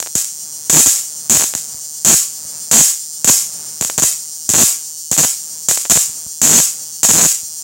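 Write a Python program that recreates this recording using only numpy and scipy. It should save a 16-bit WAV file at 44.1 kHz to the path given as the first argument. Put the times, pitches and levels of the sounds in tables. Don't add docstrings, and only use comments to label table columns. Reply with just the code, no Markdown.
import sys
import numpy as np
from scipy import signal
from scipy.fft import rfft, irfft
from scipy.io import wavfile
from scipy.ndimage import uniform_filter1d, minimum_filter1d

SR = 44100
rng = np.random.default_rng(int(sys.argv[2]) if len(sys.argv) > 2 else 0)


def master_out(mix):
    frames = np.transpose(np.atleast_2d(mix))
    ceiling = np.clip(frames, -1, 1)
    pcm = np.round(ceiling * 32767).astype(np.int16)
    wavfile.write(sys.argv[1], SR, pcm)


N = 336483
TIME = np.arange(N) / SR

# start_s, length_s, level_db, sputters_per_s
LEAD_TOUCHES = [(.002, 0.0029, -17, 0), (0.153, 0, -7, 500), (.697, 0.0098, -4.5, 500),
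                (0.728, .079, 0, 220), (0.86, 0.011, 3.5, 80), (1.297, 0.076, -6, 40),
                (1.397, .046, -13.5, 0), (1.5507, 0.0056, -16, 0), (2.048, 0.096, -3.5, 130),
                (2.713, 0.099, -2, 170), (3.2448, 0, -8, 250), (3.275, 0.025, 2, 250),
                (3.811, 0.018, -16, 0), (3.848, 0.0024, -12.5, 0), (3.9788, 0.022, -9, 0),
                (4.022, 0.016, -2.5, 300), (4.491, 0.014, -8, 0), (4.536, .098, -3.5, 130),
                (5.1143, 0.02, -10.5, 0), (5.1775, 0.038, -0.5, 60), (5.23, .02, -9, 60),
                (5.6856, 0.0097, -2.5, 0), (5.898, .024, -3, 700), (5.955, 0.022, -6, 120),
                (6.4161, 0.19, -5, 150.5), (7.0313, 0.022, -2, 150), (7.087, 0.026, 0, 180),
                (7.135, .128, -5, 90)]
# start_s, click_db
LEAD_GRAZES = [(.0264, -6), (.062, -13), (.072, -11.5), (1.538, -4.5), (3.8992, -2), (5.166, -4.5),
               (5.712, 13), (5.774, 1), (5.853, -7.5), (5.86, -14)]
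# frequency_hz, level_db
SNAP_SPECTRUM = [(100, -45), (500, -30), (1500, -24.5), (3000, -20), (4500, -16.5), (5600, -9),
                 (6300, -6.5), (6800, -1), (7250, 0.5), (7900, -3), (9000, -10), (11000, -13.5),
                 (16000, -18.5)]
# frequency_hz, level_db
CLICK_SPECTRUM = [(30, -16), (70, -4), (170, -9.5), (350, 3.5), (700, 6), (1200, 2.5), (2000, 1),
                  (3800, -1.5), (4400, -0.5), (9000, -26.5)]
# time_s, switch_rate_hz, slow_pulse_rate_hz
INVERTER_DRIFT = [(0, 7.8, 150.1), (1.2, 7.8, 150.6), (2.4, 7.55, 151.6), (4, 7.58, 153.5),
                  (7.63, 7.8, 157.1)]
# pitch_hz, width_hz, level_db
TRANSFORMER_MODES = [(2880, 170, -16.5), (4450, 106, -3), (4670, 396, -9.5), (5206, 480, -4.5),
                     (5790, 380, -2.5), (6500, 274, -2.5), (7250, 225, 2.5), (7590, 240, -1.5),
                     (8170, 550, -5.5), (9010, 335, 0), (10250, 170, -16), (10200, 1200, -21.5),
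                     (12570, 780, -12), (17300, 1100, -4)]
# delay_ms, gain
BENCH_ECHOES = [(1.223, 0.32), (2.401, 0.32)]
# start_s, level_db
HANDLING_BUMPS = [(1.745, -36.5), (2.451, -40), (6.094, -38), (6.264, -34.5), (7.431, -39)]
# frequency_hz, level_db
BUMP_SPECTRUM = [(40, 2), (130, 2), (230, 6.5), (400, -6), (1200, -15), (8000, -48)]
# frequency_hz, level_db
ROOM_SPECTRUM = [(25, -67), (60, -1.5), (160, 9), (330, 0), (700, 1.5), (1500, -3.5), (3000, -8),
                 (8000, -5), (16000, -55)]


def discharges(pulse_count, strike_db=13, recharge_s=.11, recover_s=.009, click_over_snap_db=9.5,
               spread_db=4, sputter_db=-5, sputter_lateness=2.6, max_sputters=128):
    rows = [(s, db - 20, db) for s, db in LEAD_GRAZES]
    last_end = 0
    for start, length, db, sputter_rate in LEAD_TOUCHES:
        end = start + length
        charge = 1 - np.exp(-max(start - last_end, 0) / recharge_s)
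        counts = np.arange(*np.interp([start, end], TIME, pulse_count))[1:]
        pulses = np.interp(counts, pulse_count, TIME)
        pulses = pulses[pulses > start + recover_s * charge]
        draws = rng.random(max_sputters)[:round(length * sputter_rate)]
        sputters = start + length * draws ** (1 / sputter_lateness)
        snap_db = db + np.r_[strike_db * charge, np.zeros(len(pulses)), [sputter_db] * len(sputters)]
        chance_db = spread_db * rng.standard_normal((2 * max_sputters, 2))[:len(snap_db)]
        chance_db[0] = 0
        levels_db = np.c_[snap_db, snap_db + click_over_snap_db] + chance_db
        rows.append(np.c_[np.r_[start, pulses, sputters], levels_db])
        last_end = end
    return np.vstack(rows).T


def spark_snaps(times, db, direct_db=19, clutter_db=22, walls_db=21.5, build_s=.0012):
    crack = ring(impulses(times, undb(db)), colour(SNAP_SPECTRUM))
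    clutter = scatter(t60_s=.008)
    walls = scatter(t60_s=.36, grain=1.01) * (1 - np.exp(-TIME[:SR] / build_s))
    return undb(direct_db) * crack + ring(crack, undb(clutter_db) * clutter + undb(walls_db) * walls)


def surge_clicks(times, db, gain_db=6, jitter_s=.000725, room_db=-15):
    late_s = jitter_s * rng.random(len(times))
    click = ring(impulses(times + late_s, undb(db + gain_db)), colour(CLICK_SPECTRUM))
    return click + undb(room_db) * ring(click, scatter(t60_s=.11))


def microphone_recoil(times, db, gain_db=-3, knee_db=-3, lag_s=.0019, jitter_s=.0015, width_s=.00059):
    swing = -np.exp(-.5 * ((TIME[:512] - lag_s) / width_s) ** 2)
    late_s = jitter_s * rng.random(len(times))
    overload = np.tanh(undb(db - knee_db) ** 2)
    swings = ring(impulses(times + late_s, overload * undb(gain_db)), swing)
    return low_cut(swings, hz=105, order=2)


def inverter_pulses(fast_share=.39, fast_ratio=1.5, creep=.014, start_phase=.93):
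    time_s, switch_hz, slow_hz = np.transpose(INVERTER_DRIFT)
    phase = (start_phase + np.cumsum(np.interp(TIME, time_s, switch_hz)) / SR) % 1
    fast = phase < fast_share
    pulse_hz = np.interp(TIME, time_s, slow_hz) * np.where(fast, fast_ratio, 1)
    rise = np.where(fast, phase / fast_share, ((1 - phase) / (1 - fast_share)) ** 2)
    return np.cumsum(pulse_hz * (1 + creep * rise)) / SR


def transformer_whine(pulse_count, tick_db=-4, fizz_db=-38, near_db=-10, room_db=-7):
    times = np.interp(np.arange(1, int(pulse_count[-1])), pulse_count, TIME)
    fizz = undb(fizz_db) * np.exp(-(pulse_count % 1) / .3) * rng.standard_normal(N)
    kicks = impulses(times, undb(tick_db + .11 * rng.standard_normal(len(times))))
    ticks = ring(kicks + fizz, resonances(TRANSFORMER_MODES))
    close = ticks + sum(gain * np.interp(TIME - (ms + .03 * wander(rate_hz=3)) / 1000, TIME, ticks)
                        for ms, gain in BENCH_ECHOES)
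    reflections = undb(near_db) * scatter(t60_s=.022) + undb(room_db) * scatter(t60_s=.12)
    return close + ring(close, reflections)


def workshop(hush_db=-48, flutter_db=3.5, bump_gain_db=23):
    hush = unit(ring(rng.standard_normal(N), colour(ROOM_SPECTRUM)))
    hush *= undb(hush_db + flutter_db * wander(rate_hz=4.7))
    times, db = np.transpose(HANDLING_BUMPS)
    bumps = ring(impulses(times, undb(db + bump_gain_db)), colour(BUMP_SPECTRUM))
    return hush + ring(bumps, scatter(t60_s=.012))


def resonances(modes):
    t = TIME[:1024]
    response = sum((-1) ** k * width * undb(db) * np.exp(-np.pi * width * t) * np.sin(2 * np.pi * hz * t)
                   for k, (hz, width, db) in enumerate(modes))
    response = low_cut(response, hz=2800, order=4)
    return response / np.linalg.norm(response)


def colour(spectrum, size=4096):
    hz, db = np.transpose(spectrum)
    bin_hz = np.arange(size // 2 + 1) * SR / size
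    cepstrum = irfft(np.log(undb(np.interp(np.log(bin_hz + 1), np.log(hz), db))))
    cepstrum[1:size // 2] *= 2
    cepstrum[size // 2 + 1:] = 0
    response = irfft(np.exp(rfft(cepstrum)))
    return response / np.linalg.norm(response)


def impulses(times, sizes, order=8):
    at = np.asarray(times)[:, None] * SR
    taps = np.floor(at).astype(int) + np.arange(1 - order, order + 1)
    shape = np.sinc(taps - at) * np.cos(np.pi * (taps - at) / (2 * order)) ** 2
    return np.bincount(np.clip(taps, 0, N - 1).ravel(), (shape * sizes[:, None]).ravel(), N)


def scatter(t60_s, grain=0.):
    cloud = rng.standard_normal(SR)
    cloud *= np.exp(grain * rng.standard_normal(SR) - np.log(1000) * TIME[:SR] / t60_s)
    return cloud / np.linalg.norm(cloud)


def wander(rate_hz):
    knots = rng.standard_normal(int(N / SR * rate_hz) + 2)
    return np.interp(TIME * rate_hz, np.arange(len(knots)), knots)


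def ring(x, response):
    return signal.fftconvolve(x, response)[:N]


def low_cut(x, hz, order):
    return signal.sosfilt(signal.butter(order, hz, "high", fs=SR, output="sos"), x)


def undb(db):
    return 10 ** (np.asarray(db) / 20)


def unit(x):
    return x / np.sqrt(np.mean(x ** 2))


def limiter(x, peak=.92, window=1100):
    allowed_gain = peak / np.maximum(np.abs(x), peak)
    return x * uniform_filter1d(minimum_filter1d(allowed_gain, window), window)


def scene():
    pulse_count = inverter_pulses()
    times, snap_db, click_db = discharges(pulse_count)
    sparks = spark_snaps(times, snap_db) + surge_clicks(times, click_db)
    sparks += microphone_recoil(times, snap_db)
    return (sparks + transformer_whine(pulse_count) + workshop())[None]


def record(dry, ceiling=1.39, low_hz=45, top_hz=15900):
    oversampled = signal.resample_poly(dry, 2, 1, axis=1)
    saturated = signal.resample_poly(ceiling * np.tanh(oversampled / ceiling), 1, 2, axis=1)
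    limited = limiter(low_cut(saturated, low_hz, order=3))
    return signal.sosfilt(signal.ellip(10, .2, 80, top_hz, fs=SR, output="sos"), limited)


dry = scene()
out = record(dry)
master_out(out)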